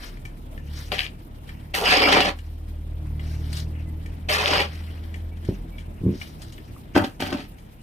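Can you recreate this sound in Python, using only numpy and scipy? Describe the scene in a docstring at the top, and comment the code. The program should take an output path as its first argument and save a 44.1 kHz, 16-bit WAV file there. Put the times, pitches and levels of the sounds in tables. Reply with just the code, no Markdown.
"""A shovel cuts into gritty wet concrete and scrapes it up, close by in a narrow brick yard.
Grit excites the blade's modes with random impulses, stones crack against it and wet lumps thump in.
A loaded pan is dropped and dragged, ringing in its own modes. Further off on the left a second worker
shuffles grit and taps steel. Loads thud on the ground and faint tones peep, while an engine's
harmonic hum swells and fades over the rumble of the site."""
import sys
import numpy as np
from scipy import signal
from scipy.fft import rfft, irfft, next_fast_len
from scipy.io import wavfile

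SR = 44100
rng = np.random.default_rng(int(sys.argv[2]) if len(sys.argv) > 2 else 0)


def transcribe(u):
    """Save the signal u as a 16-bit wav file named by the first command-line argument.

    u: samples, shape (n,) or (channels, n), limited to [-1, 1]; the rate is SR.
    q: integer samples, one column per channel.
    """
    v = np.clip(np.atleast_2d(u).T, -1, 1)
    q = np.round(v * 32767).astype(np.int16)
    wavfile.write(sys.argv[1], SR, q)


N = 344862

# upper modes of the blade, used for the pan too: (frequency [Hz], bandwidth [Hz], gain [dB])
EDGE_MODES = [(1650, 294, 8.5), (1750, 520, 8.5), (2327, 219, 8.5), (2496, 320, 6.5), (2755, 290, 7),
              (2992, 74, 3.5), (3180, 35, 10.5), (3210, 510, 1.5), (4610, 476, -0.5), (5174, 355, -1),
              (5300, 3600, -19), (5860, 690, -29)]
# lower modes of the blade, damped by the load: (frequency [Hz], bandwidth [Hz], gain [dB])
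BLADE_MODES = [(180, 14, -2), (254, 52, -1), (281.4, 47.3, 6.5), (412, 53, 2.5), (562.6, 35, -5.5),
               (612, 16, -4.5), (737, 25.5, -6), (797.5, 19, -3.5), (980, 115, -13), (1160, 57, -11),
               (1355, 205, -16)]


def amp(db):
    """Amplitude ratio: a factor of ten for every 20 dB."""
    return 10 ** (np.asarray(db) / 20)


def rms_one(x):
    """Normalisation to unit mean power."""
    return x / np.sqrt(np.mean(x ** 2) + 1e-20)


def in_time(rows, **ends):
    """Linear interpolation of each column at every sample."""
    times, *columns = np.transpose(rows)
    return [np.interp(np.arange(N) / SR, times, column, **ends) for column in columns]


def at_hz(points, hz):
    """Interpolation of a spectrum on a logarithmic frequency axis."""
    frequencies, values = np.transpose(points)
    return np.interp(np.log(hz), np.log(frequencies), values)


def tent(t, peak_s, swell_s, fade_s):
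    """Triangular envelope: 0 at the peak, -1 one swell before it and one fade after it."""
    return -np.maximum((peak_s - t) / swell_s, (t - peak_s) / fade_s)


def decay(impulses, tau_s):
    """Exponential decay: each impulse falls to 1/e in tau_s."""
    return signal.lfilter([1], [1, -np.exp(-1 / (tau_s * SR))], impulses + 1e-18)


def drift(corner_hz):
    """Random modulation: low-passed noise of unit rms."""
    r = np.exp(-80 * np.pi * corner_hz / SR)
    slow = signal.lfilter([1], [1, -2 * r, r * r], rng.standard_normal(N // 40 + 2002))[2000:]
    return np.interp(np.arange(N) / 40, np.arange(len(slow)), rms_one(slow))


def band(x, low_hz, high_hz):
    """Butterworth band-pass filtering."""
    sos = signal.butter(2, [low_hz, min(high_hz, .45 * SR)], "band", fs=SR, output="sos")
    return signal.sosfilt(sos, x)


def late(x, lag_s=0.0003322):
    """Path difference: sound from the side reaches the far channel later."""
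    return np.interp(np.arange(N) - lag_s * SR, np.arange(N), x)


def balance(db):
    """Level difference: channel gains with the left db above the right."""
    return amp(np.array([db / 2, -db / 2]))


def placed(x, strokes, kinds):
    """Localisation by level difference: each stroke has its own direction."""
    starts = [rows[0][0] for rows in strokes]
    current = np.searchsorted(starts[1:], np.arange(N) / SR)
    return x * balance(np.array(kinds)[current, 0])


def modes(x, table, wander_db=2.2):
    """Modal superposition with alternating signs; each mode swells and fades as the contact moves."""
    out = 0
    for k, (hz, width_hz, db) in enumerate(table):
        r = np.exp(-np.pi * width_hz / SR)
        ring = signal.lfilter([1, 0, -1], [1, -2 * r * np.cos(2 * np.pi * hz / SR), r * r], x + 1e-18)
        out = out + (-1) ** k * amp(db + wander_db * drift(25.4)) * (1 - r * r) / 2 * ring
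    return out


def grit(per_s, spread_db, clump_db, ahead):
    """Shot noise: uneven clicks in clumps from left, right and (weight: ahead) the front; unit rms."""
    sizes = amp(spread_db * np.minimum(rng.exponential(1, (3, N)), 5)) * rng.choice([-1, 1], (3, N))
    left, right, front = sizes * (rng.random((3, N)) < per_s / SR) * amp(clump_db * drift(30.6))
    return rms_one(np.array([left + late(right), late(left) + right]) + ahead * front)


def site():
    """Partially coherent noise in half-octave bands: the bass swells, the treble flickers."""
    # background spectrum: (frequency [Hz], relative spectral density [dB])
    spectrum = [(15, -30), (25, 8.5), (48, -8.5), (108, -9), (270, -13.5), (503, -29), (607, -21),
                (1040, -30), (1890, -45), (2990, -39.5), (7310, -51.5), (11900, -40.5), (14800, -52.5),
                (16000, -55)]
    # swell of the rumble: (time [s], relative level [dB])
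    rumble = [(0, -49), (1.2, -52.5), (1.7, -50), (2.45, -56), (3.3, -48.5), (6.4, -50), (7.82, -54.5)]
    # likeness of left and right: (frequency [Hz], correlation [-1 to 1])
    coherence = [(60, 0.91), (150, 0.9), (380, 0.64), (950, -0.78), (2380, 0.22), (5980, -0.44),
                 (15000, -0.0051)]
    out, edges_hz = 0, 30 * 2 ** np.arange(0, 9.3, .5)
    common_db, flicker_db = 0.68 * drift(5), 2.6 * drift(27)
    white = rng.standard_normal((2, 2, N))
    rumble_db, = in_time(rumble)
    for k, (low, high) in enumerate(zip(edges_hz, edges_hz[1:])):
        mid, side = band(white[k % 2], low, high)
        hz = np.sqrt(low * high)
        alike = at_hz(coherence, hz)
        swell_db = (rumble_db - rumble_db.mean()) / (1 + (hz / 1200) ** 2)
        waver_db = common_db + 2.0 * drift(20) + flicker_db / (1 + (2500 / hz) ** 2)
        gain = amp(at_hz(spectrum, hz) + swell_db + waver_db)
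        out = out + gain * (np.sqrt(1 + alike) * mid + np.sqrt(1 - alike) * side * [[1], [-1]])
    return amp(-41.5) * rms_one(out)


def yard(x, t60_s=0.16):
    """Reverberation between brick walls: six feedback delays a side, losing treble on each pass."""
    size = next_fast_len(N + SR // 2)
    w = np.linspace(0, np.pi, size // 2 + 1)
    lags = (rng.uniform(.006, .024, (2, 6, 1)) * SR).astype(int)
    loop = amp(-60 * lags / SR / t60_s) * np.exp(-1j * w * lags) / (1 + (w / 2.0) ** 2)
    return irfft(rfft(x, size) * (loop / (1 - loop)).sum(axis=1), size)[:, :N]


def engine():
    """Periodic firing gives a harmonic series that wavers a little, with a rough puff each cycle."""
    # running state: (time [s], firing rate [Hz], order 1 [dB], order 2 [dB], order 3 [dB])
    running = [(0, 35.73, -39.5, -55, -65), (.39, 35.78, -40, -47, -54), (.74, 37.18, -43, -34, -45.5),
               (1.2, 36.75, -42, -49, -53.5), (1.6, 37.96, -45.5, -41, -53),
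               (2.7, 38.29, -36.5, -34.5, -54), (3.07, 38, -37, -30, -40), (3.55, 38.74, -41, -30, -38.5),
               (4.15, 40.13, -41, -33.5, -48), (4.75, 39.98, -54, -35, -51.5),
               (5.2, 40.93, -39.5, -31, -68), (5.65, 40.8, -40, -41.5, -50.5),
               (5.9, 40.3, -38.5, -40.5, -53.5), (6.35, 38.36, -62, -45, -50.5),
               (7.15, 36.51, -50, -49.5, -54), (7.82, 35.6, -48.5, -52, -56)]
    # upper harmonics: (order [multiple of firing rate], level [dB re order 2])
    high_orders = [(5, -25.5), (7, -27.5), (8, -26)]
    hz, first_db, second_db, third_db = in_time(running)
    levels = [first_db, second_db, third_db, third_db - 0.5]
    phase = 2 * np.pi * np.cumsum(hz * (1 + 0.0073 * drift(3.04))) / SR
    hum = sum(amp(db + drift(4.9)) * np.sin((k + 1) * phase + k) for k, db in enumerate(levels))
    hum += sum(amp(second_db + db + 4.7 * drift(5.7)) * np.sin(k * phase) for k, db in high_orders)
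    puffs = band(rng.standard_normal(N), 180, 680) * (1 + np.cos(phase)) ** 2
    return np.sqrt(2) * hum + amp(second_db - 28) * rms_one(puffs)


def peeps():
    """Windowed sinusoids: three faint tones near 2 kHz, and one so short it is heard as a knock."""
    # tone bursts: (time [s], duration [s], frequency [Hz], relative level [dB])
    bursts = [(3.855, 0.057, 2030, -63), (5.311, 0.039, 2270, -62), (5.713, 0.058, 2276, -60),
              (6.763, 0.0053, 1170, -49)]
    out = np.zeros(N)
    for s, length, hz, db in bursts:
        t = np.arange(int(length * SR)) / SR
        window = np.sin(np.pi * t / length)
        out[int(s * SR):][:len(t)] += amp(db + 7.5) * window * np.sin(2 * np.pi * hz * t)
    return out


def thuds(gap_s=.0125, span_db=25, scatter_db=3):
    """Impact of loads, lump by lump: half-sine forces on the ground, shorter for a harder load."""
    # landings: (peak time [s], relative level [dB], build-up [s], tail [s], hardness [Hz])
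    loads = [(5.433, -30, .005, .01, 300), (5.487, -10.5, .004, .1, 450), (5.879, -26, .005, .01, 300),
             (5.951, -30, .005, .01, 250), (6.077, -5.5, .13, .16, 261)]
    # ground resonances: (frequency [Hz], bandwidth [Hz], gain [dB])
    ground_modes = [(95.4, 21.3, 6.5), (193.4, 18.9, 6), (255, 40, 1.5), (375, 72, -2), (576, 88, -13.5),
                    (800, 620, -19)]
    force, slots = np.zeros(N), np.arange(-8, 9)
    for s, db, build_s, tail_s, hz in loads:
        jitter, scatter = rng.standard_normal((2, len(slots)))
        push = np.sin(np.pi * np.arange(0, 1, 2 * hz / SR))
        times = s + gap_s * (slots + 0.249 * jitter * (slots != 0))
        shape = tent(times, s, build_s, tail_s)
        gains = amp(db + 35 + span_db * shape + scatter_db * scatter)
        for t, gain in zip(times, gains * (shape > -.5)):   # silent below half the span
            force[int(t * SR):][:len(push)] += gain * push / push.sum()
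    return modes(force, ground_modes)


def shuffles(clicks, span_db=36.5):
    """Filtered shot noise: shuffled grit swells and fades above a constant trickle."""
    # movements: (peak time [s], swish level [dB], swell [s], fade [s], coarse grit [dB re swish])
    moves = [(.06, -46.5, 0.44, 0.19, 0), (.802, -43.5, 0.24, 0.26, -4), (1.48, -60.5, 0.045, 0.31, 7),
             (2.37, -65.5, .05, 0.83, -18), (3.326, -53, 0.33, 0.37, -0.5), (3.578, -36.5, 0.16, 0.11, -7),
             (3.808, -60, 0.082, 0.064, 12.5), (4.052, -70, .17, 0.57, 11.5), (4.74, -53, 0.097, 0.69, 5.5),
             (5.48, -53.5, .08, 0.24, 1), (5.78, -59, 0.025, 0.089, 4.5), (6.212, -45.5, 0.18, 0.27, -2.5),
             (6.41, -55.5, 0.034, 0.77, -8), (6.94, -61, 0.025, 0.17, 5)]
    # resonances of the swish: (frequency [Hz], bandwidth [Hz], gain [dB])
    swish_modes = [(3780, 1050, 2), (5500, 1330, 6.5), (5920, 8100, -9)]
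    # resonances of coarse grit: (frequency [Hz], bandwidth [Hz], gain [dB])
    coarse_modes = [(1690, 1210, -2), (2716, 760, 0), (3034, 485, -2)]
    swish, coarse = rms_one(modes(clicks, swish_modes)), rms_one(modes(clicks, coarse_modes))
    sand = rms_one(band(clicks, 4250, 16200))
    swish_gain = coarse_gain = 0
    for s, db, swell_s, fade_s, coarse_db in moves:
        shape_db = span_db * tent(np.arange(N) / SR, s, swell_s, fade_s)
        swish_gain += amp(db + shape_db)
        coarse_gain += amp(db + coarse_db + 0.79 * shape_db)
    trickle = amp(-63.5) * coarse + amp(-80) * sand
    return swish_gain * (swish + amp(-10.5) * sand) + coarse_gain * coarse + trickle


def steel_taps(clicks, scatter_db=3.5):
    """Damped free vibration: each tap rings the steel briefly and raises a puff of dust."""
    # taps: (time [s], relative level [dB], brightness of the dust [dB])
    taps = [(0.171, -34, -24), (0.252, -22, -24.5), (0.5767, -26, -26), (1.4905, -23, -30),
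            (2.388, -27.5, -21), (3.1946, -24, -28), (3.5293, -37, 5), (3.573, -30.5, -0.5),
            (3.7513, -37, -28), (3.7875, -37, -31), (4.0223, -55, -19), (4.06, -29.5, -18.5),
            (5.1416, -22, -25.5), (5.449, -33, -14), (5.7828, -24, -22), (6.136, -39, -22),
            (6.2138, -17, -45.5), (6.4185, -48, 10.5), (6.5227, -48, 9.5), (6.5797, -29, -36),
            (7.583, -40.5, -18)]
    # modes of the steel: (frequency [Hz], gain [dB], 60 dB decay time [s])
    steel_modes = [(1790, -3, .026), (2040, -4, .024), (2300, -3, .026), (2930, -6, .026), (3250, -9, .022)]
    s, db, bright_db = np.transpose(taps)
    at, rings = (s * SR).astype(int), 0
    chances_db = rng.normal(0, scatter_db, (len(s), len(steel_modes)))
    for (hz, mode_db, t60), chance_db in zip(steel_modes, chances_db.T):
        hits = np.zeros(N)
        hits[at] = amp(db + mode_db + chance_db - 29.5)
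        force = decay(hits, 0.0049) * rng.standard_normal(N)   # grit smears a tap into noise
        r, w = amp(-60 / (t60 * SR)), 2 * np.pi * hz / SR
        rings = rings + signal.lfilter([0, np.sin(w)], [1, -2 * r * np.cos(w), r * r], force)
    puffs = np.zeros(N)
    puffs[at] = amp(db + bright_db - 4.5)
    dust = decay(puffs, 0.017) * rms_one(band(clicks, 1870, 8600))
    return dust + [rings, late(rings)]


def far_worker():
    """A level difference sets the second worker's shuffles and taps on the left."""
    clicks = grit(5000, 1.4, clump_db=2.0, ahead=1.0)
    return (shuffles(clicks) + steel_taps(clicks)) * balance(4.0)[:, None]


def scrape(strokes, kinds, body_modes, bite_s=0.065, fill_db_per_s=7.5):
    """Forced vibration: grit under steel drives its upper and lower modes; sand hisses on top."""
    clicks = grit(2400, 3.8, clump_db=1.8, ahead=.6)
    edge = rms_one(modes(clicks, EDGE_MODES))
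    lower = modes(grit(1100, 3.6, clump_db=0.2, ahead=1.23), body_modes)
    body, hollow = rms_one(band(lower, 547, 4000)), rms_one(band(lower, 84, 417))
    sand, out = rms_one(band(clicks, 2500, 17300)), 0
    for rows, (_, hollow_db, bite_db) in zip(strokes, kinds):
        level = amp(in_time(rows, left=-120, right=-120)[0])
        weight = amp(in_time(rows)[1])
        since = np.arange(N) / SR - rows[1][0]   # the steel bites at the second row
        hiss = 1 / (1 / (amp(-15) * level) + 1 / amp(-40.5))   # follows the grit up to a soft ceiling
        bite = amp(bite_db) * np.exp(-np.abs(since) / bite_s) * (since > 0)
        fill = amp(hollow_db + fill_db_per_s * np.clip(since, 0, 1))   # grows as the load gathers
        out = out + level * (edge + weight * (body + fill * hollow)) + (hiss + bite) * sand
    return out


def blows(table, strokes, body_modes, knock_db, spray_db):
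    """Impulse excitation: a dry crack, a knock in the lower modes and a spray of grit on the edge."""
    s, db, body_db = np.transpose(table)
    grit_db = np.interp(s, *np.concatenate(strokes).T[:2])
    cracks, knocks, sprays = np.zeros((3, N))
    at = (s * SR).astype(int)
    cracks[at], knocks[at], sprays[at] = amp(db), amp(db + body_db + knock_db), amp(grit_db + spray_db)
    grains = decay(sprays, 0.0095) * grit(4000, 0.97, clump_db=-4.2, ahead=1.0)
    spray = amp(-12) * band(grains, 4500, 13600) + amp(8) * modes(grains, EDGE_MODES)
    crack = band(band(cracks, 1630, 4150), 1630, 4150) + amp(-16) * band(cracks, 4700, 5600)
    crack = np.array([crack + .4 * late(crack), late(crack) + .08 * crack])   # direct and off a wall
    return amp(10.5) * crack + spray + modes(knocks, body_modes)


def steel_pan():
    """Impact and friction: the loaded pan rings low as it drops, bounces and is dragged."""
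    # one envelope per drag: (time [s], grit level [dB], ringing [dB re grit])
    drags = [
        [(6.947, -46, 6), (6.954, -28, 5), (6.975, -35, 18.5), (7.035, -50, 19.5), (7.045, -31.5, 3),
         (7.13, -69.5, 15)],
        [(7.195, -47, -10), (7.203, -33, 3), (7.255, -37, 4), (7.31, -36.5, -1.5), (7.327, -37.5, 7),
         (7.45, -51, 1.5), (7.49, -71, 5)],
    ]
    # per drag: (left minus right [dB], lowest modes [dB re other lower modes], sand burst [dB])
    kinds = [(1.1, 2.997, -44), (1.099, 2.5, -47)]
    # blows on the ground: (time [s], relative crack level [dB], relative ringing [dB])
    bounces = [(6.953, -15, -2), (6.962, -10.5, 7.5), (6.976, -21, 12), (7.041, -18.5, -0.5),
               (7.203, -18.5, -6), (7.222, -14.5, -2), (7.265, -12, -18), (7.327, -10, -10),
               (7.372, -26, -9), (7.402, -29, -10)]
    # modes of the pan: (frequency [Hz], bandwidth [Hz], gain [dB])
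    pan_modes = [(94, 7.9, 7.5), (184.8, 24, -1.5), (275, 63, 4.5), (442, 144, -3), (587, 23.6, 4.5),
                 (763, 22, 2.5), (890, 40, -6), (1297, 150, -12), (1340, 23, -8), (1526, 96, -10.5),
                 (2000, 48, -15.5), (2440, 36, -22), (3220, 83, -24)]
    landings = blows(bounces, drags, pan_modes, knock_db=35, spray_db=4.5)
    return placed(scrape(drags, kinds, pan_modes) + landings, drags, kinds)


def wet_lumps():
    """Soft impacts carry little treble, so wet lumps move only the blade's lowest modes."""
    # thumps into the blade: (time [s], relative level [dB])
    thumps = [(1.971, -12), (2.059, -13), (2.17, -11), (2.196, -9), (4.514, -21.5), (4.597, -19)]
    s, db = np.transpose(thumps)
    force = np.zeros(N)
    force[(s * SR).astype(int)] = amp(db + 35)
    return modes(band(force, 120, 760), [mode for mode in BLADE_MODES if mode[0] < 600])


def shovel():
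    """Friction and impact excite the blade's modes in three strokes, the first from the left."""
    # one envelope per stroke: (time [s], grit level [dB], load weight as lower modes [dB re grit])
    strokes = [
        [(.912, -55, -2), (.92, -30.5, 5), (.96, -29.5, -7.5), (1.01, -29.5, -14), (1.07, -41.5, -10),
         (1.12, -68, -5)],
        [(1.737, -39, -6), (1.743, -22, -4.5), (1.825, -34.5, 8), (1.86, -20.5, -3.5), (1.94, -15.5, -3.5),
         (2.005, -23, 2.5), (2.165, -16, 1), (2.22, -20.5, -4), (2.29, -27.5, 4.5), (2.37, -76, 16)],
        [(4.286, -32, -8), (4.296, -22, -2.5), (4.4, -25.5, 0.5), (4.445, -27.5, 1), (4.53, -19.5, 0.5),
         (4.62, -24.5, 0.5), (4.66, -37.5, 0), (4.72, -57, -2)],
    ]
    # per stroke: (left minus right [dB], lowest modes [dB re other lower modes], sand burst [dB])
    kinds = [(5, -3.5, -55), (-0.3, -5.5, -31.5), (.8, -8.5, -35.5)]
    # stones against the blade: (time [s], relative crack level [dB], relative knock [dB])
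    stone_hits = [(.919, -3, -3), (.9825, -8, -17), (.992, 3.5, -24), (1.0055, -2.5, -34),
                  (1.0655, -11, -26), (1.744, -20, -12), (1.851, -17, -21), (1.927, -7, -15),
                  (1.938, -5, 1), (2.02, 3, -12), (2.0885, 0.5, -24), (2.123, 2, -4.5), (2.169, -2, -5),
                  (2.2045, 3.5, -3), (2.244, -14, -6), (4.294, -8, -41), (4.459, 6, -33), (4.479, -3, -17),
                  (4.513, -7, 3), (4.535, -2, -2), (4.557, -5, 1.5)]
    # light stones hardly move the lowest modes
    struck_modes = [mode for mode in BLADE_MODES if mode[0] > 500]
    stones = blows(stone_hits, strokes, struck_modes, knock_db=30, spray_db=-3.5)
    return placed(scrape(strokes, kinds, BLADE_MODES) + stones + wet_lumps(), strokes, kinds)


def scene():
    """Superposition of the work, its reflections, engine and site; the walls return little bass."""
    work = shovel() + steel_pan() + far_worker() + peeps() + thuds()
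    return work + amp(-12) * yard(band(work, 320, .45 * SR)) + engine() + site()


def record(dry, stopband_hz=16274):
    """Soft saturation rounds the peaks; a steep low-pass cuts the top."""
    lowpass = signal.cheby2(14, 70, stopband_hz, fs=SR, output="sos")
    return signal.sosfilt(lowpass, 1.2 * np.tanh(dry / 1.2))


dry = scene()
out = record(dry)
transcribe(out)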